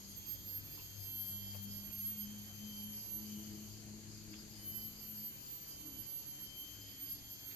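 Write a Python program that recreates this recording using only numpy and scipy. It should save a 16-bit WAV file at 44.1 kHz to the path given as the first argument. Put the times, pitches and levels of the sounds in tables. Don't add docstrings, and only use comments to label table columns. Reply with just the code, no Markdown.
import sys
import numpy as np
from scipy import signal
from scipy.fft import rfft, irfft, next_fast_len
from scipy.io import wavfile
from scipy.ndimage import uniform_filter1d, map_coordinates

SR = 44100
rng = np.random.default_rng(int(sys.argv[2]) if len(sys.argv) > 2 else 0)


def unload_wav(signal):
    wavfile.write(
        sys.argv[1],
        SR,
        np.round(np.clip(np.atleast_2d(signal).T, -1, 1) * 32767).astype(np.int16),
    )


def voltage_ratio(level):
    return 10 ** (np.asarray(level, float) / 20)


N = 332999
T = np.arange(N) / SR


def unit(x):
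    return x / np.sqrt(np.mean(x ** 2, axis=-1, keepdims=True) + 1e-20)


def curves(rows):
    s, *cols = np.transpose(rows)
    return [np.interp(T, s, c) for c in cols]


def sounding(rows, fade):
    return np.clip(np.minimum(T - rows[0][0], rows[-1][0] - T) / fade + 1, 0, 1)


def swells(rows, rest_db):
    s, half, *db = np.transpose(rows)
    coarse = T[::64]
    bells = np.exp(-.5 * ((coarse - s[:, None]) / half[:, None]) ** 2)
    return np.array([np.interp(T, coarse, g) for g in voltage_ratio(rest_db) + voltage_ratio(db) @ bells])


def wobble(rate):
    knots = rng.standard_normal((2, int(N * rate / SR) + 4))
    return np.array([map_coordinates(k, [T * rate]) for k in knots])


def scattered(turns, rate):
    return np.cos(2 * np.pi * turns) * wobble(rate) + np.sin(2 * np.pi * turns) * wobble(rate)


def filtered(x, response):
    m = next_fast_len(N + 8192)
    return irfft(rfft(x, m) * response(np.fft.rfftfreq(m, 1 / SR)), m)[..., :N]


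def resonance(hz, centre_hz, width_hz):
    return 1j * hz * width_hz / (centre_hz ** 2 - hz ** 2 + 1j * hz * width_hz)


def rush(spectrum, patchy_db):
    z = signal.stft(rng.standard_normal((2, N)), nperseg=512)[2]
    field = uniform_filter1d(rng.standard_normal(z.shape[1:]), size=6, axis=0)
    field = uniform_filter1d(field, size=14, axis=1)
    pair = signal.istft(z * voltage_ratio(patchy_db * field / field.std()), nperseg=512)[1][:, :N]
    f, db = np.transpose(spectrum)
    return unit(filtered(pair, lambda hz: voltage_ratio(np.interp(np.log(hz + 1), np.log(f), db, -120, -120))))


def lean(hz):
    return voltage_ratio(np.array([[.4], [-.6]]) * 850 / np.maximum(hz, 90))


def forest():
    # frequency in Hz, level in dB per Hz; the same for all three spectra
    rumble_spectrum = [(12, -29), (20, -7.5), (97, 0.5), (236, -4.5), (286, -4.5), (387, -11), (461, -14.5),
                       (558, -19), (644, -19), (900, -28.5), (1170, -30), (1980, -120)]
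    chorus_spectrum = [(3600, -40), (3850, -19), (4150, -6), (4500, -6), (4800, -10), (5300, -14),
                       (5600, -19), (5950, -7), (6200, -.5), (6550, 0), (7350, -2.5), (7650, -18),
                       (8200, -40)]
    air_spectrum = [(300, -2.5), (600, -2), (1300, -5), (2200, -2.5), (3000, -2.5), (3700, -5), (8000, -7),
                    (10500, -8.5), (11700, -8), (12400, 2.5), (13000, -8), (13600, -10.5)]
    # time in seconds, rumble level in dB, chorus level in dB
    ambience = [(0.0, -67.5, -66), (0.67, -66, -69.5), (0.84, -68, -68), (3.07, -67, -68), (3.34, -64, -67),
                (4.81, -66, -68), (5.36, -68.5, -68.5), (7.55, -68.5, -68)]
    rumble_db, chorus_db = curves(ambience)
    common, own = rush(rumble_spectrum, patchy_db=1.5)
    rumble = voltage_ratio(rumble_db + 6.5) * np.array([1.06 * common + 0.43 * own, 0.64 * common - 0.28 * own])
    chorus = voltage_ratio(chorus_db + 7.5) * voltage_ratio([[1.2], [-1.2]]) * rush(chorus_spectrum, patchy_db=0.04)
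    air = voltage_ratio(-61.5) * voltage_ratio([[.4], [-.4]]) * rush(air_spectrum, patchy_db=1.4)
    return rumble + chorus + air


def engine():
    # time in seconds, frequency in Hz
    firing_rate = [(0, 98.76), (.8, 99.53), (1.5, 100.8), (2.2, 103.7), (3, 104.9), (4, 105.8),
                   (4.8, 105.4), (5.5, 105.8), (6.5, 101.2), (7.55, 97.8)]
    # swell centre in seconds, half length in seconds, engine order, level in dB
    order_swells = [(0.385, 0.7, 1, -63.5), (0.582, 0.047, 1, -62.8), (0.994, 0.066, 1, -63),
                    (1.558, 0.27, 1, -54.5), (2.564, 0.3, 1, -61), (3.778, 0.36, 1, -57.5),
                    (4.655, 0.14, 1, -62), (5.151, 0.052, 1, -66), (5.914, 0.13, 1, -68.5),
                    (6.806, 0.06, 1, -61), (7.2, 0.033, 1, -64.5), (0.058, 0.12, 2, -60.5),
                    (1.34, 0.14, 2, -57), (1.74, 0.14, 2, -56), (2.274, 0.15, 2, -52),
                    (2.66, 0.062, 2, -55.5), (2.837, 0.09, 2, -51.5), (3.32, 0.12, 2, -50.5),
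                    (3.6, 0.081, 2, -54.5), (3.939, 0.042, 2, -57), (4.44, 0.48, 2, -60.5),
                    (5.201, 0.096, 2, -64.5), (.47, 0.062, 2, -70), (6.4, 0.13, 2, -74.5),
                    (5.952, 0.077, 2, -63), (3.22, 0.046, 3, -70), (3.392, 0.02, 3, -61),
                    (3.539, 0.021, 3, -61), (3.936, 0.58, 3, -70), (4.315, 0.025, 3, -62),
                    (4.66, 0.025, 3, -74), (5.88, 0.026, 3, -65)]
    rate, = curves(firing_rate)
    turns = np.cumsum(rate) / SR
    gains = []
    for k in range(1, 4):
        rows = [(s, half, db) for s, half, order, db in order_swells if round(order) == k]
        gains.append(swells(rows, rest_db=-77)[0])
    gains.append(gains[-1] * voltage_ratio(-10.5))
    out = np.zeros((2, N))
    for k, gain in enumerate(gains, 1):
        drift, flutter = wobble(14)
        tone = np.sin(2 * np.pi * k * turns + 0.54 * drift)
        out += lean(k * rate) * np.sqrt(2) * gain * voltage_ratio(1.8 * flutter) * tone
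    return out


def traffic():
    # start in seconds, end in seconds, start frequency in Hz, end frequency in Hz, level in dB
    hums = [(0, 7.55, 54, 60, -69), (.4, 1.1, 145, 140, -67), (2.3, 4.8, 142, 140, -70),
            (3.2, 5, 345, 343, -69), (4.9, 6.5, 152, 140, -66.5), (5.78, 5.96, 272, 270, -63),
            (6.3, 7.6, 288, 270, -68.5), (5.75, 6.05, 308, 303, -65), (6.95, 7.6, 112, 112, -66),
            (.45, .9, 297, 301, -70), (6.3, 7.2, 302, 294, -72)]
    out = np.zeros((2, N))
    for start, end, start_hz, end_hz, db in hums:
        hz = np.interp(T, [start, end], [start_hz, end_hz])
        turns = np.cumsum(hz) / SR
        hum = 0.94 * np.sin(2 * np.pi * turns) + 0.26 * scattered(turns, 8)[0]
        out += lean(hz) * voltage_ratio(db) * sounding([[start], [end]], fade=0.039) * hum
    return out


def far_cicadas():
    # time in seconds, tymbal rate in Hz, level of the shrill tone in dB
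    singers = [
        [(0, 350, -72), (1.2, 343.6, -75), (2.5, 348.5, -65.5), (3.7, 345.5, -72), (4.6, 347, -82),
         (5.4, 350, -79)],
        [(2.4, 348.3, -74), (3.2, 350.4, -97), (4.2, 345, -75.5), (4.6, 348, -70), (5.2, 345.3, -72),
         (5.8, 347.6, -84)],
    ]
    # multiple of the tymbal rate, level in dB
    far_tones = [(9, -6), (18, -12), (36, 5), (37, -6)]
    out = np.zeros((2, N))
    for rows in singers:
        rate, level_db = curves(rows)
        turns = np.cumsum(rate) / SR
        song = sum(voltage_ratio(level_db + db) * scattered(round(k) * turns, 16) for k, db in far_tones)
        out += sounding(rows, fade=0.091) * song
    return out


def rasp():
    # time in seconds, level in dB
    rasps = [
        [(0, -69), (.1, -71.5), (.25, -83)],
        [(3.15, -83), (3.3, -62.5), (3.5, -65.5), (3.7, -68.5), (3.95, -81), (4.3, -84)],
    ]
    # frequency in Hz, width in Hz, level in dB
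    abdomen = [(3070, 260, 2), (6240, 360, 4), (8900, 470, -7.5), (12240, 480, 7)]
    tuning = [1.03, 1]

    def body(hz):
        return sum(voltage_ratio(db) * resonance(hz, centre, width) ** 2 for centre, width, db in abdomen)

    grit = voltage_ratio(0.99 * wobble(13))
    noise = rng.standard_normal((2, N))
    out = np.zeros((2, N))
    for rows, tune in zip(rasps, tuning):
        voiced = unit(filtered(noise, lambda hz: body(hz / tune)))
        out += sounding(rows, fade=0.014) * voltage_ratio(curves(rows)[0] + 9.0) * grit * voiced
    return out


def katydid():
    # middle of the chirp in seconds, level in dB, middle frequency in Hz
    chirps = [(.1, -55, 4980), (.33, -54.5, 4990), (.56, -55.5, 5000), (.8, -54, 4950), (1.02, -53.5, 4970),
              (1.27, -56.5, 4950), (1.52, -55, 4830), (1.76, -53.5, 5000), (2.01, -62, 4800),
              (2.25, -57, 4850), (2.46, -60, 4940), (2.63, -60, 4800), (2.78, -55, 4750),
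              (3.02, -53.5, 4750), (3.27, -55, 4750), (3.52, -55.5, 4732), (3.75, -55, 4613),
              (3.97, -67, 4700), (4.16, -56.5, 5040), (4.37, -55, 4950), (4.58, -54.5, 4900),
              (4.8, -56, 4982), (5.01, -53.5, 4930), (5.22, -54.5, 5000), (5.451, -55.5, 4950),
              (5.7, -54.5, 4900), (6.05, -61, 4850), (6.27, -59, 4940), (6.481, -59, 4900),
              (6.72, -59, 4820), (6.9, -54.5, 4776), (7.14, -55, 4790), (7.38, -56.5, 4800)]
    # time in seconds, level in dB
    crowd_level = [(0, -71), (.8, -67.5), (1.8, -66.5), (2.4, -71.5), (3.8, -71), (4.4, -68.5),
                   (5.2, -70.5), (6.2, -69.5), (7.55, -67)]
    # frequency in Hz, width in Hz, level in dB
    wings = [(4620, 400, -4), (5050, 520, 0)]
    sweep_hz, stroke_apart_s, pan_db = 896, .031, 2

    def wing_response(f):
        body = sum(voltage_ratio(db) * np.abs(resonance(f, centre, width)) ** 2 for centre, width, db in wings)
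        return body / (1 + (f / 5330) ** 60)

    t, late = np.arange(SR // 40) / SR, np.arange(SR // 5) / SR
    out = np.zeros((2, N + SR))
    for centre, db, hz in chirps:
        sweep = np.cumsum(hz + sweep_hz * (.5 - t / t[-1])) / SR
        stroke = np.sqrt(np.abs(np.sin(np.pi * t / t[-1]))) * np.sin(2 * np.pi * sweep)
        chirp = np.zeros(SR // 5)
        for k, (lag, loud) in enumerate(rng.standard_normal((5, 2))):
            start = round((stroke_apart_s * k + .01 + .0022 * lag) * SR)
            stroke_db = db + 2.5 - .8 * (k - 2) ** 2 + .8 * loud
            chirp[start:][:len(t)] += voltage_ratio(stroke_db) * stroke
        chirp *= .15 + 1.75 * rng.standard_normal(len(chirp))
        tail = rng.standard_normal((2, len(late))) * voltage_ratio(-60 * late / .1)
        heard = signal.fftconvolve(chirp[None], tail / np.linalg.norm(tail[0]), axes=1)
        out[:, round((centre + .4) * SR):][:, :heard.shape[1]] += heard
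    near = filtered(out[:, SR // 2:][:, :N], wing_response)
    crowd = unit(filtered(rng.standard_normal((2, N)), lambda f: resonance(f, 4580, 1100) ** 3))
    crowd_gain = voltage_ratio(curves(crowd_level)[0] + 0.71 * wobble(9))
    ears = voltage_ratio(2.4 + pan_db * np.array([[1], [-1]]))
    return ears * (voltage_ratio(4) * near + crowd_gain * crowd)


def cicada():
    # time in seconds, tymbal rate in Hz
    phrases = [
        [(.11, 356.7), (.63, 354.8), (1.47, 352.1), (2.34, 349.3), (2.96, 346.2), (3.21, 344.7), (3.26, 344.7)],
        [(4.6, 338.6), (4.68, 338.8), (5.29, 341.8), (5.61, 342.8), (6.6, 347.2), (7.18, 350.9), (7.38, 353.2),
         (7.55, 354.9)],
    ]
    # multiple of the tymbal rate, level in dB below the loudest moment,
    # extra dB at the onset, dB per Hz of rate
    weak_overtones = [(10, -39, -8, .9), (25, -50, 0, 0), (26, -38, 3, -.4), (27, -41, 13, -.6),
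                      (28, -40, -6, 0), (34, -46, 0, 0), (35, -32, 5, -.2), (37, -31, -4, .2),
                      (38, -34, -14, 1.1)]
    # swell centre in seconds, half length in seconds, left level in dB, right level in dB
    shrill_swells = [(.1, 0.022, -62, -56), (0.18, 0.011, -64, -48.5), (.38, 0.013, -70, -49),
                     (0.32, 0.042, -68, -40), (0.47, 0.052, -57, -45.5), (0.56, 0.023, -49, -43),
                     (0.7, 0.074, -61, -52.5), (0.85, 0.056, -71, -52.5), (1.0, 0.04, -50, -73),
                     (1.13, 0.057, -85, -44), (1.22, 0.079, -43, -85), (1.37, 0.054, -63, -46),
                     (1.5, 0.035, -85, -54), (1.6, 0.055, -49, -85), (1.74, 0.057, -65, -50.5),
                     (1.89, 0.067, -68, -47.5), (2.04, 0.058, -45, -41), (2.19, 0.037, -51, -42),
                     (2.36, 0.017, -68, -85), (2.43, 0.042, -85, -56), (2.57, 0.027, -69, -62),
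                     (2.63, 0.077, -63, -85), (2.82, 0.093, -75, -51), (2.96, 0.062, -51, -54),
                     (3.14, 0.025, -51, -64), (3.13, 0.077, -67, -44.5), (4.68, 0.029, -46, -47),
                     (4.77, 0.014, -85, -42), (4.84, 0.048, -47, -50), (5.05, 0.047, -63, -51),
                     (5.1, 0.03, -50, -77), (5.27, 0.068, -45.5, -45.5), (5.46, 0.029, -49.5, -56),
                     (5.53, 0.028, -87, -52), (5.64, 0.068, -54, -51.5), (5.74, 0.018, -61, -61),
                     (5.87, 0.051, -74, -48.5), (6.0, 0.026, -85, -48), (6.19, 0.1, -53, -44),
                     (6.36, 0.023, -58, -85), (6.43, 0.031, -85, -49.5), (6.54, 0.02, -69, -69),
                     (6.61, 0.032, -77, -49.5), (6.72, 0.11, -60, -78), (6.91, 0.018, -85, -48),
                     (7.04, 0.029, -53, -42), (7.13, 0.019, -45, -40), (7.32, 0.018, -49, -55),
                     (7.31, 0.25, -69, -63), (7.54, 0.071, -71, -52)]
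    low_swells = [(0.29, 0.069, -85, -64), (0.38, 0.189, -67, -85), (0.65, 0.057, -85, -77),
                  (0.89, 0.1, -65, -85), (1.1, 0.05, -64, -70), (1.2, .04, -72, -64), (1.3, 0.12, -85, -61),
                  (1.55, 0.156, -71, -59), (1.89, 0.107, -65, -73), (2.12, 0.071, -72, -64),
                  (2.29, 0.073, -65, -64), (2.51, 0.089, -62, -67), (2.76, 0.111, -56, -85),
                  (2.91, 0.051, -66, -69), (3.16, 0.124, -78, -67), (4.76, 0.123, -85, -60),
                  (4.89, 0.034, -75, -85), (5.1, 0.082, -85, -67), (5.27, 0.073, -69, -69),
                  (5.46, 0.141, -72, -72), (5.8, 0.078, -85, -69), (5.97, 0.035, -68, -72),
                  (6.08, 0.176, -83, -65), (6.4, 0.084, -64, -69), (6.61, 0.107, -53, -85),
                  (6.89, 0.102, -64, -63), (7.07, 0.055, -71, -63), (7.28, 0.058, -85, -61),
                  (7.43, .05, -66, -72), (7.6, 0.25, -66, -85)]
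    drum_swells = [(0.02, 0.12, -59, -63), (0.33, 0.1, -64, -65.5), (1.01, 0.3, -65, -70),
                   (1.33, 0.057, -66, -86), (1.7, 0.29, -65, -89), (2.05, 0.079, -68, -77),
                   (2.26, 0.11, -85, -62), (2.68, 0.19, -61, -67), (3.11, 0.13, -60, -85),
                   (5.11, 0.05, -81, -85), (5.42, 0.04, -82, -84), (5.8, 0.17, -64, -85),
                   (6.28, 0.15, -66, -85), (6.7, 0.12, -63, -76), (6.96, 0.13, -85, -72),
                   (7.48, 0.26, -63, -81)]
    side_swells = [(.22, .05, -70, -62), (.36, 0.059, -69, -60), (.52, .06, -70, -61), (.9, .06, -72, -64),
                   (1.12, .06, -62, -66), (1.35, .08, -64, -70), (1.6, 0.089, -74, -57),
                   (1.9, .05, -75, -67), (2.15, 0.053, -66, -58), (2.25, 0.077, -70, -76),
                   (2.58, .06, -70, -61), (2.85, 0.063, -68, -70), (3.1, 0.09, -68, -59),
                   (5, .03, -64, -64), (5.33, .05, -64, -65), (5.85, .06, -72, -68), (6.05, 0.07, -71, -66),
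                   (6.3, .06, -73, -61), (6.72, 0.047, -68, -64), (7.05, .06, -66, -57),
                   (7.3, 0.092, -69, -70)]
    third_swells = [(.1, 0.029, -76, -60), (.72, .06, -74, -85), (1.08, .04, -76, -85),
                    (2.28, .06, -86, -80), (3.17, .05, -72, -82), (5.3, .09, -76, -72),
                    (5.6, 0.13, -75, -80)]
    # time in seconds, phase of right ear over left in rad
    shrill_turning = [(.15, -1.5), (.3, -2.2), (.45, .4), (.59, .1), (.74, -1.8), (1.04, -1.6), (1.18, -.2),
                      (1.33, -1.9), (1.63, -3), (1.92, -.4), (2.07, -2), (2.22, -.5), (2.4, 1.5),
                      (3.1, 2.4), (3.25, -.3), (4.65, 1.5), (4.79, .6), (5.06, .6), (5.33, 1.4),
                      (5.46, 2.6), (5.6, .7), (5.74, -3.4), (5.87, -1.6), (6, -1.4), (6.14, -3.8),
                      (6.28, -3.7), (6.96, -7), (7.09, -7.9), (7.36, -6.6)]
    low_turning = [(.15, -2.5), (.38, -1.8), (.5, -3.3), (.75, -2.6), (.95, -4.6), (1.18, -3.9),
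                   (1.44, -7.8), (1.7, -7.7), (1.9, -8.7), (2.22, -7.6), (2.73, -7.9), (2.99, -11.1),
                   (3.25, -8.4), (4.65, .1), (4.8, .4), (4.95, 2.9), (5.12, 3.2), (5.36, 3.9), (5.6, 4.4),
                   (5.82, 8.4), (5.9, 10.4), (6.08, 10.9), (6.31, 8.2), (6.55, 9.5), (6.79, 11.9),
                   (7.02, 10.6), (7.35, 10.2), (7.5, 9)]
    drum_turning = [(.1, -.6), (.4, .3), (1, -.3), (1.2, 2.6), (1.6, 2.6), (1.8, .5), (2.2, -.3), (2.7, .5),
                    (2.9, 3), (3.15, 7.3), (5.4, 1.5), (5.9, 1.6), (6.4, -1), (6.8, -.4), (7.5, -.8)]
    apart = np.array([[0], [np.pi / 2]])

    shrill = np.sqrt(2) * swells(shrill_swells, rest_db=-66)
    low = np.sqrt(2) * swells(low_swells, rest_db=-76)
    drum = np.sqrt(2) * swells(drum_swells, rest_db=-89)
    side = np.sqrt(2) * swells(side_swells, rest_db=-90)
    third = np.sqrt(2) * swells(third_swells, rest_db=-95)
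    shrill_lag, low_lag, drum_lag = (
        curves(rows)[0] * [[0], [1]] for rows in (shrill_turning, low_turning, drum_turning))
    out = np.zeros((2, N))
    for rows in phrases:
        rate, = curves(rows)
        turns = np.cumsum(rate) / SR
        angle = 2 * np.pi * turns
        beads = voltage_ratio(2.4 * wobble(32)[0])
        shrill_phase = shrill_lag + .5 * wobble(4)[0] + .15 * wobble(30)
        song = shrill * beads * np.sin(36 * angle + shrill_phase)
        song += .25 * shrill * scattered(36 * turns, 28)
        low_phase = low_lag + .5 * wobble(1.26)[0] + 0.096 * wobble(9.6)
        song += low * np.sin(9 * angle + low_phase)
        song += .08 * low * scattered(9 * turns, 20)
        drum_tone = np.sin(18 * angle + drum_lag + .5 * wobble(3)[0])
        song += drum * (drum_tone + .15 * scattered(18 * turns, 12))
        song += side * np.sin(37 * angle + shrill_lag)
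        song += third * np.sin(27 * angle + apart)
        fresh = np.exp(-np.abs(T - rows[0][0]) / .22)
        for k, db, onset_db, tilt in weak_overtones:
            gain = voltage_ratio(db + onset_db * fresh + tilt * (rate - 348) - 42)
            song += gain * (.7 * np.sin(k * angle + apart) + .7 * scattered(k * turns, 7))
        song += voltage_ratio(-72) * scattered(36 * turns, 500)
        skirt = filtered(rng.standard_normal((2, N)), lambda hz: resonance(hz, 12580, 710) ** 2)
        song += voltage_ratio([[-70], [-66]]) * unit(skirt)
        out += sounding(rows, fade=0.07) * song
    return out


def pot():
    # start in seconds, frequency in Hz, width in Hz, decay in seconds, peak level in dB
    ticks = [(.78, 2750, 500, .05, -55), (.77, 1000, 500, .05, -60), (1.544, 550, 700, .028, -52),
             (1.54, 2600, 900, .02, -58), (1.89, 2600, 900, .05, -62), (2.49, 700, 300, .06, -60),
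             (2.31, 9500, 2500, .05, -64), (2.83, 10500, 2500, .05, -62), (2.9, 10500, 2500, .05, -64),
             (4.331, 2300, 2200, .012, -53), (4.337, 2500, 2800, .012, -50), (4.348, 3200, 700, .015, -57),
             (4.363, 3200, 700, .015, -58), (4.445, 2500, 1500, .03, -62), (6.73, 1500, 1200, .1, -62),
             (6.86, 3000, 2000, .12, -59), (7.504, 2200, 2000, .05, -52), (7.506, 4200, 1800, .04, -55)]
    out = np.zeros((2, N))
    for s, hz, width_hz, decay, db in ticks:
        age = np.clip((T - s) / decay, 0, None)
        puff = rng.standard_normal((2, N)) * age * np.exp(-4 * age)
        ring = filtered(puff, lambda f: resonance(f, hz, 0.7 * width_hz) ** 2)
        out += voltage_ratio(db + 3) * ring / np.abs(ring).max()
    return out


def bird():
    # start in seconds, length in seconds, frequency in Hz, level in dB
    peeps = [
        (1.026, 0.05, 8160, -66),
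        (1.263, .065, 8200, -63.5),
    ]
    out = np.zeros(N)
    for s, length, hz, db in peeps:
        gate = np.clip(np.minimum(T - s, s + length - T) / 0.0024, 0, 1)
        out += voltage_ratio(db) * gate * np.sin(2 * np.pi * hz * T)
    return out * voltage_ratio([[-14], [6]])


def scene():
    insects = cicada() + rasp() + far_cicadas() + katydid()
    return insects + bird() + engine() + traffic() + pot() + forest()


def low_pass(x):
    return signal.sosfilt(signal.butter(12, 13780, fs=SR, output="sos"), x)


def record(dry):
    # time in seconds, frequency in Hz
    top_edge = [(0, 13650), (1.8, 13600), (3.1, 13330), (3.7, 13550), (4.6, 13330), (6.3, 13380),
                (7.55, 13650)]
    hz, t, z = signal.stft(dry, SR, nperseg=2048)
    edge = curves(top_edge)[0] + 190 * wobble(30)[0]
    edge = edge[np.minimum(t * SR, N - 1).astype(int)]
    edge = edge // 172 * 172 + 86
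    heard = signal.istft(z * (hz[:, None] < edge), SR, nperseg=2048)[1][:, :N]
    return low_pass(heard)


dry = scene()
out = record(dry)
unload_wav(out)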